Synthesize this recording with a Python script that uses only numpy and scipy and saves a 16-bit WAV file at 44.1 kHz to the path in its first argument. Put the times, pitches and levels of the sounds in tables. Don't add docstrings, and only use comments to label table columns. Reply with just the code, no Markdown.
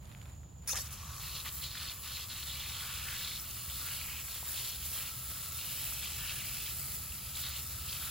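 import sys
import numpy as np
from scipy import signal
from scipy.fft import rfft, irfft, next_fast_len
from scipy.io import wavfile
from scipy.ndimage import uniform_filter1d, map_coordinates

SR = 44100
rng = np.random.default_rng(int(sys.argv[2]) if len(sys.argv) > 2 else 0)


def master(y):
    cut = np.clip(np.atleast_2d(y).T, -1, 1)
    pcm = np.round(cut * 32767)
    wavfile.write(sys.argv[1], SR, pcm.astype(np.int16))


N = 357210
TOP_HZ = 15850


def amp(db):
    return 10 ** (np.asarray(db) / 20)


def unit(x):
    return x / np.sqrt(np.mean(x ** 2) + 1e-20)


def along(points, hz):
    f, v = np.transpose(points)
    return np.interp(np.log(hz + 1), np.log(f + 1), v)


def curves(rows):
    s, *cols = np.transpose(rows)
    return [np.interp(np.arange(N) / SR, s, c) for c in cols]


def wobble(rate):
    knots = rng.standard_normal(int(N * rate / SR) + 4)
    return map_coordinates(knots, [np.arange(N) * rate / SR])


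def filtered(x, response):
    m = next_fast_len(N + SR // 4)
    return irfft(rfft(x, m) * response(np.fft.rfftfreq(m, 1 / SR)), m)[..., :N]


def coloured(x, spectrum):
    return unit(filtered(x, lambda hz: amp(along(spectrum, hz))))


def noise(spectrum):
    return coloured(rng.standard_normal((2, N)), spectrum)


def impacts(spectrum, rate):
    strikes = rng.random((2, N)) < rate / SR
    return coloured(rng.standard_normal((2, N)) * strikes, spectrum)


def bubbles(pitch_hz, rate, spread, cycles, size_db, size=160):
    t, rows = np.arange(size) / SR, []
    for _ in range(2):
        at = np.flatnonzero(rng.random(N) < min(rate, 3000) / SR)
        scatter = np.exp(spread * rng.standard_normal(len(at)))
        hz = np.minimum(pitch_hz[at] * scatter, TOP_HZ)[:, None]
        strength = amp(size_db * np.minimum(rng.exponential(size=hz.shape), 4))
        rings = strength * np.sin(2 * np.pi * hz * t) * np.exp(-hz * t / cycles)
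        places = at[:, None] + np.arange(size)
        rows.append(np.bincount(places.ravel(), rings.ravel(), N)[:N])
    return unit(np.array(rows))


def resonance(hz, width_hz):
    return unit(filtered(rng.standard_normal((2, N)), lambda f: 1 / (1 + (2 * (f - hz) / width_hz) ** 2)))


def ports(pair, alike, lead=((0, 0), (1, 0)), shading=((0, 0), (1, 0))):
    m = next_fast_len(N + SR // 4)
    hz, (a, b) = np.fft.rfftfreq(m, 1 / SR), rfft(pair, m)
    angle = np.arccos(np.clip(along(alike, hz), -1, 1)) / 2
    mid, side = a * np.cos(angle), b * np.sin(angle)
    half = amp(along(shading, hz) / 2) * np.exp(.5j * np.interp(hz, *np.transpose(lead)))
    return irfft(np.array([(mid + side) * half, (mid - side) / half]), m)[:, :N]


def taps(rows, t60, octaves):
    out, t = np.zeros((2, N)), np.arange(SR // 20) / SR
    f = np.fft.rfftfreq(len(t), 1 / SR) + 1
    decay = amp(-60 * t / t60)
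    for s, db, hz in rows:
        band = 1 / (1 + (np.log2(f / hz) / octaves) ** 4)
        burst = decay * irfft(rfft(rng.standard_normal((2, len(t)))) * band, len(t))
        burst *= np.linalg.norm(decay) / np.linalg.norm(burst, axis=1, keepdims=True)
        out[:, round(s * SR):][:, :len(t)] += .5 * amp(db) * burst
    return out


def patchy(x, depth_db, order=(5, 40)):
    z = signal.stft(x, nperseg=512)[2]
    field = rng.standard_normal(z.shape[1:])
    field = uniform_filter1d(field, order[0], 0)
    field = uniform_filter1d(field, order[1], 1)
    return signal.istft(z * amp(depth_db * unit(field)), nperseg=512)[1][:, :N]


def echo(x, delay_s):
    n = np.arange(N)
    return np.array([np.interp(n - delay_s * SR, n, channel) for channel in x])


def envelope(starts, lengths, levels_db, attack_s, release_s, arch_db=0):
    t = np.arange(N) / SR
    coarse = t[::32]
    age, hold = coarse - starts[:, None], lengths[:, None]
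    shape = np.clip(age / attack_s, 0, 1) * np.exp(-np.maximum(age - hold, 0) / release_s)
    arch = arch_db * (np.sin(np.pi * np.clip(age / hold, 0, 1)) - 2 / np.pi)
    gains = amp(levels_db[:, None] + arch) * shape
    return np.interp(t, coarse, np.linalg.norm(gains, axis=0))


# (time [s], level [dB])
RUMBLE_SWELL = [(0, -49), (1.3, -49.5), (2.2, -51), (3.2, -50), (4.7, -51), (6.5, -49), (8.1, -50)]
# (frequency [Hz], relative level [dB])
RUMBLE_SPECTRUM = [(13, -47), (22, -35), (51, -5), (70, 3.5), (97, -5.5), (130, -4), (215, -18.5),
                   (330, -27), (430, -37), (730, -120)]
YARD_SPECTRUM = [(100, -1), (300, -2), (550, -1.5), (780, -0.5), (1200, -7.5), (2500, -20), (4000, -17),
                 (16000, -43)]
INSECT_SPECTRUM = [(5900, -45), (6500, -14), (6800, -1), (7130, 2), (7480, -12), (8100, -45)]


def yard():
    rumble_db, = curves(RUMBLE_SWELL)
    rumble = amp(rumble_db + 0.84 * wobble(6)) * noise(RUMBLE_SPECTRUM)
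    tremble = amp(-65.5 + 0.96 * wobble(100) + 0.83 * wobble(9))
    insects = tremble * patchy(noise(INSECT_SPECTRUM), depth_db=3.7, order=(2, 5))
    return rumble + amp(-64.5) * noise(YARD_SPECTRUM) + insects


# (start [s], length [s], level [dB])
ARM_MOVES = [(0, 0.31, -60.5), (0.326, 0.11, -75), (0.61, 0.21, -62)]
RUSTLE_RISE_S, RUSTLE_FALL_S = 0.027, 0.058
# (frequency [Hz], relative level [dB])
CLOTH_SPECTRUM = [(150, -27), (500, 3), (1500, 0), (3500, -4.5), (7000, -15), (11000, -6), (16000, -12.5)]


def shirt():
    moves = envelope(*np.transpose(ARM_MOVES), RUSTLE_RISE_S, RUSTLE_FALL_S)
    return moves * amp(wobble(120.5)) * impacts(CLOTH_SPECTRUM, rate=4000)


# (time [s], relative level [dB], pitch [Hz])
TICKS = [(0.055, -43, 5000), (0.102, -50, 2900), (0.116, -41, 2300), (0.124, -44, 2900), (0.132, -50, 4000),
         (0.149, -35.5, 2290), (0.2155, -39, 2900), (0.226, -48, 2600), (0.257, -42, 3100),
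         (0.298, -51, 4230), (0.433, -47, 1600)]


def handling_ticks():
    return taps(TICKS, t60=0.0057, octaves=0.62)


# (start [s], length [s], air level [dB], sputter level [dB])
SPURTS = [(0.673, 0.022, -36.5, -50.5), (0.694, 0.035, -36.5, -54), (0.73, 0.022, -45, -45.5),
          (0.754, 0.025, -39, -41.5), (0.784, 0.017, -43, -44.5), (0.801, 0.018, -39.5, -57),
          (0.827, 0.044, -51, -55.5), (0.904, 0.38, -53.5, -57.5)]
SPURT_RISE_S, SPURT_FALL_S = 0.0024, 0.009
# (frequency [Hz], relative level [dB])
AIR_SPECTRUM = [(400, -39), (1500, -18), (3500, -12), (6000, 6), (8500, -3), (11000, -0.5), (13000, -4),
                (16000, -5)]
SPUTTER_SPECTRUM = [(150, -37), (450, -7), (800, -3.5), (1300, -1), (2000, -2), (3600, -3.5), (6000, -1.5),
                    (15000, -16)]
# (time [s], relative level [dB], pitch [Hz])
SLUGS = [(0.732, -35.5, 654), (0.786, -40.5, 700)]
# (start [s], length [s], start pitch [Hz], end pitch [Hz], level [dB])
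WHISTLES = [(0.703, 0.043, 5700, 6800, -39.5), (0.695, 0.035, 11000, 11400, -42),
            (0.718, 0.022, 3700, 3550, -41), (0.69, 0.04, 2350, 2900, -45), (0.678, 0.045, 1500, 1150, -46),
            (0.735, 0.035, 950, 1400, -44), (0.80, 0.025, 5900, 5650, -42)]


def spit():
    start, length, air_db, sputter_db = np.transpose(SPURTS)
    air_gain = envelope(start, length, air_db, SPURT_RISE_S, SPURT_FALL_S)
    air = air_gain * amp(wobble(350)) * noise(AIR_SPECTRUM)
    sputter_gain = envelope(start, length, sputter_db, SPURT_RISE_S, SPURT_FALL_S)
    sputter = sputter_gain * amp(0.66 * wobble(200)) * impacts(SPUTTER_SPECTRUM, rate=4000)
    valve_open = np.arange(N) / SR > start[0]
    out = patchy(air + sputter, depth_db=3.5, order=(4, 4)) * valve_open
    out = out + taps(SLUGS, t60=0.041, octaves=0.83)
    for s, length, start_hz, end_hz, db in WHISTLES:
        count = int(length * SR)
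        phase = 2 * np.pi * np.cumsum(np.linspace(start_hz, end_hz, count)) / SR
        flutter = np.cumsum(rng.normal(0, 0.13, (2, count)), axis=1)
        out[:, round(s * SR):][:, :count] += amp(db) * np.hanning(count) * np.sin(phase + flutter)
    return out


# (time [s], relative level [dB])
JETS = [(0.84, -55), (1.03, -62), (1.18, -53), (1.28, -51), (1.64, -48.5), (1.69, -54.5), (1.85, -50),
        (1.99, -51.5), (2.17, -50.5), (2.28, -51.5), (2.34, -49), (3.3, -47.5), (4.25, -47), (5.3, -46.5),
        (6.5, -45), (7.1, -47), (7.8, -46.5), (8.1, -45)]
# (start [s], length [s], relative hiss level [dB])
FANS = [(0.902, 0.03, -49.5), (1.5, 0.091, -49), (3.72, 0.25, -49), (4.45, 0.25, -45.5), (4.827, 0.2, -45),
        (5.273, 0.055, -48), (5.69, 0.31, -47), (6.66, 0.3, -48.5), (7.336, 0.08, -47)]
FAN_RISE_S, FAN_FALL_S = 0.029, 0.02
MIST_SHARE = 0.46
# (frequency [Hz], relative level [dB])
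HISS_SPECTRUM = [(150, -37), (400, -13), (900, -13.5), (2000, -9), (3500, -8), (5300, -2.5), (6400, -6),
                 (7500, -1), (10300, 1.5), (12000, -0.5), (14000, 2.5), (15200, 3.5), (16000, 0)]
HEAD_LOW_HZ, HEAD_HIGH_HZ = 1117, 1303
# (time [s], relative level of the low [dB], relative level of the high [dB])
HEAD_LEVELS = [(0.88, -66, -65), (1.05, -54.5, -62), (1.7, -61, -66), (2.3, -62, -67), (2.9, -61, -57),
               (3.5, -64, -62.5), (3.9, -59.5, -57.5), (4.75, -67.5, -70), (5.0, -69, -59.5),
               (5.5, -63.5, -59.5), (6.05, -74, -64.5), (6.95, -70, -60.5), (7.25, -65.5, -62.5),
               (8.1, -63, -56.5)]


def jets(splat):
    hiss_db, = curves(JETS)
    low_db, high_db = curves(HEAD_LEVELS)
    fans = envelope(*np.transpose(FANS), FAN_RISE_S, FAN_FALL_S)
    free_spray = amp(5.5) * np.hypot(amp(hiss_db), fans)
    mist = np.hypot(free_spray, MIST_SHARE * splat)
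    flicker = amp(0.71 * wobble(30) + 0.22 * wobble(300))
    hiss = mist * flicker * patchy(impacts(HISS_SPECTRUM, rate=13000), depth_db=1.56, order=(3, 24))
    low = amp(low_db) * resonance(HEAD_LOW_HZ, width_hz=210)
    high = amp(high_db) * resonance(HEAD_HIGH_HZ, width_hz=120)
    return hiss + amp(-2.0) * (low + high)


ENTER_S, DRAIN_S = 0.012, 0.02
GRAZE_DB, TRICKLE_DB = -56.5, -60.5
# (start [s], length [s], splatter level [dB], gurgle level [dB], cupping of the palm [0-1])
TURNS = [(0.905, 0.027, -60, -56, 0.66), (1.195, 0.17, -49.5, -57, 0.06), (1.323, 0.092, -45.5, -56, 0.06),
         (1.443, 0.043, -45, -47, 0), (1.61, 0.075, -44.5, -70, 0), (1.692, 0.055, -47.5, -66, 0),
         (1.742, 0.17, -44.5, -52.5, 0.17), (2.025, 0.092, -46, -53, 0.2), (2.121, 0.115, -43.5, -56, 0),
         (2.291, 0.14, -45, -53.5, 0.1), (2.452, 0.25, -46, -56, 0.18), (2.68, 0.39, -44.5, -51.5, 0.22),
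         (3.073, 0.082, -44.5, -52, 0.42), (3.134, 0.2, -43, -54, 0.07), (3.335, 0.04, -46, -67, 0.2),
         (3.43, 0.13, -54.5, -64, 0.1), (3.56, 0.1, -51.5, -64, 0.26), (3.677, 0.11, -48, -66, 0),
         (3.79, 0.24, -47.5, -54.5, 0.4), (4.068, 0.15, -50, -60, 0.77), (4.265, 0.13, -48.5, -56.5, 0),
         (4.436, 0.16, -53, -57, 0.17), (4.532, 0.22, -46, -68, 0.13), (4.8, 0.067, -49, -70, 0.27),
         (4.918, 0.19, -47, -57, 0.44), (5.29, 0.085, -52, -62, 0), (5.395, 0.24, -53, -72, 0.2),
         (5.58, 0.44, -48, -62, 0.56), (6.014, 0.064, -42.5, -52, 0.33), (6.085, 0.23, -45, -54.5, 0.52),
         (6.27, 0.073, -45, -53, 0.5), (6.35, 0.25, -45.5, -59, 0.7), (6.592, 0.12, -46, -74, 0.44),
         (6.717, 0.26, -60, -74, 0.3), (7.2, 0.17, -57.5, -72, 0.4), (7.339, 0.11, -46.5, -59, 0.2),
         (7.428, 0.057, -43, -49, 0.04), (7.49, 0.11, -45.5, -54.5, 0.4), (7.78, 0.084, -52.5, -64, 0.2),
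         (7.866, 0.11, -44.5, -59, 0.07), (7.985, 0.16, -48, -53, 0.3)]


def hand():
    start, length, splat_db, gurgle_db, cupping = np.transpose(TURNS)
    splat = envelope(start, length, splat_db, ENTER_S, DRAIN_S, arch_db=0.5)
    pooling = envelope(start, length, gurgle_db, ENTER_S, DRAIN_S, arch_db=3.0)
    cupped = np.interp(np.arange(N) / SR, start + length / 2, np.clip(cupping, 0, 1))
    return np.hypot(amp(GRAZE_DB), splat), np.hypot(amp(TRICKLE_DB), pooling), cupped


FLAT_HAND_HZ, CUPPED_HAND_HZ = 3756, 2950
# (frequency [Hz], relative level [dB])
FLAT_SPECTRUM = [(500, -34), (2000, -28), (2600, -5.5), (3600, -0.5), (4350, 2.5), (4750, -2), (6500, -5.5),
                 (8500, -9.5), (15000, -24)]
CUPPED_SPECTRUM = [(500, -31), (1900, -34), (2250, -2), (2800, 2.5), (3500, -15), (4500, -6.5),
                   (6500, -6.5), (15000, -20)]
GURGLE_SPECTRUM = [(300, -32), (850, -4.5), (1200, 3.5), (1750, 3), (2300, 2), (3500, -4), (8000, -41)]


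def splash(splat, pooling, cupped):
    pitch_hz = FLAT_HAND_HZ + cupped * (CUPPED_HAND_HZ - FLAT_HAND_HZ)
    clumps = amp(0.63 * wobble(40) + wobble(220))
    flat_smacks = np.sqrt(1 - cupped) * impacts(FLAT_SPECTRUM, rate=4000)
    cupped_smacks = np.sqrt(cupped) * impacts(CUPPED_SPECTRUM, rate=4000)
    fizz = bubbles(pitch_hz, rate=1100, spread=0.14, cycles=4.4, size_db=2.5)
    fat = bubbles(0.85 * pitch_hz, rate=90, spread=0.22, cycles=4.7, size_db=1.5, size=400)
    clumped = clumps * (amp(-3.0) * (flat_smacks + cupped_smacks) + amp(-6.5) * fizz)
    splatter = splat * (clumped + amp(-15.0) * fat)
    gurgle = pooling * amp(-3.0 + 1.66 * wobble(45)) * impacts(GURGLE_SPECTRUM, rate=3000)
    return patchy(splatter + gurgle, depth_db=1.15)


# (time [s], relative level [dB], pitch [Hz])
DROPS = [(1.352, -31, 4300), (1.619, -36, 4130), (1.644, -33, 3850), (1.752, -36, 1730), (1.886, -30, 4430),
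         (1.897, -30, 3620), (2.121, -35, 4370), (2.299, -35, 4230), (2.542, -38, 4200), (2.661, -34, 2450),
         (3.085, -32, 2970), (3.275, -29, 3800), (3.398, -32, 5600), (3.508, -37, 6600), (3.7, -35, 3500),
         (3.887, -35, 2300), (4.014, -33, 2400), (4.152, -32, 2570), (4.282, -41, 1990), (4.429, -38, 952),
         (4.488, -36, 3720), (5.521, -33, 7000), (5.613, -34, 2680), (5.728, -36, 2680), (7.121, -35, 2770),
         (7.281, -42, 2330), (7.925, -33, 2720)]
PLINK_DB, PLINK_T60_S, PLINK_RISE_PER_S = -4.5, 0.019, 5.5


def drips():
    out = taps(DROPS, t60=0.01, octaves=0.32) * amp(-2)
    t = np.arange(SR // 30) / SR
    for s, db, hz in DROPS:
        cycles = hz * t * (1 + PLINK_RISE_PER_S * t / 2)
        ring = np.sin(2 * np.pi * cycles) * amp(-60 * t / PLINK_T60_S)
        out[0, round(s * SR):][:len(t)] += amp(db + PLINK_DB) * ring
    return out


# (start [s], length [s], start pitch [Hz], end pitch [Hz], level [dB])
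FILLS = [(1.622, 0.045, 3720, 4000, -45.5), (2.465, 0.081, 3750, 4050, -46), (2.59, 0.08, 3270, 3800, -47),
         (2.75, 0.3, 1250, 1490, -61), (3.05, 0.12, 1620, 1860, -53.5), (3.168, 0.18, 3500, 3900, -51),
         (3.692, 0.032, 3400, 3840, -48), (3.856, 0.079, 1400, 1800, -58), (3.92, 0.12, 4020, 4470, -50),
         (3.97, 0.23, 2350, 2650, -53.5), (4.556, 0.05, 3450, 3700, -49), (6.176, 0.2, 1460, 1750, -56.5),
         (8.003, 0.086, 1370, 1500, -59.5)]


def palm():
    start, length, start_hz, end_hz, db = np.transpose(FILLS)
    times = np.ravel([start, start + length], "F")
    pitch_hz = np.interp(np.arange(N) / SR, times, np.ravel([start_hz, end_hz], "F"))
    burble = bubbles(pitch_hz, rate=1000, spread=0.12, cycles=6.5, size_db=0.5, size=600)
    return envelope(start, length, db, ENTER_S, DRAIN_S) * burble


# (time [s], delay [s])
CHEST_BOUNCE = [(1.2, 0.00339), (2.3, 0.0034), (2.9, 0.00349), (3.8, 0.0035), (4.6, 0.0038), (5.9, 0.00348),
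                (8.1, 0.00347)]
SPRAY_BOUNCE, SPLATTER_BOUNCE = 0.082, 0.29


def reflections(spray, splatter):
    bounce_s, = curves(CHEST_BOUNCE)
    chest = echo(SPRAY_BOUNCE * spray + SPLATTER_BOUNCE * splatter, bounce_s)
    forearm = 0.073 * echo(spray + splatter, 0.00131 * (1 + 0.15 * wobble(1.5)))
    return chest + forearm


# (frequency [Hz], coherence [-1 to 1])
NEAR = [(300, 0.71), (700, 0.32), (1300, 0.77), (2000, 0.96), (2600, 1), (4000, 1), (5200, 0.56),
        (6400, 0.15), (7600, 0.88), (8800, 1), (16000, 0.72)]
FAR = [(60, 1), (130, 0.93), (290, 0.63), (640, 0.06), (3000, 0.22), (7000, 0.58), (16000, 0.23)]
# (frequency [Hz], phase by which left leads [rad])
LEAD = [(0, 0), (4200, 0), (6100, -2.4), (6600, -5.9), (9000, -9.4), (11150, -12.6), (13250, -15.7),
        (16000, -19.7)]
# (frequency [Hz], left minus right [dB])
SHADING = [(700, 0), (1300, -1), (2200, 0), (4000, 0), (5000, 2.5), (7000, 2.3), (8600, 0), (16000, 0)]


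def scene():
    surroundings = ports(yard() + shirt(), FAR)
    ticks = ports(handling_ticks(), NEAR)
    flow, = curves([(0.76, 0.097), (0.83, 0.98)])
    splat, pooling, cupped = hand()
    spray = spit() + flow * jets(splat)
    splatter = flow * splash(splat, pooling, cupped) + drips() + palm()
    water = spray + splatter + reflections(spray, splatter)
    right_tilt = amp([[-.7], [.7]])
    return ports(water, NEAR, LEAD, SHADING) + (ticks + surroundings) * right_tilt


def record(dry):
    return filtered(dry, lambda hz: hz < TOP_HZ)


dry = scene()
out = record(dry)
master(out)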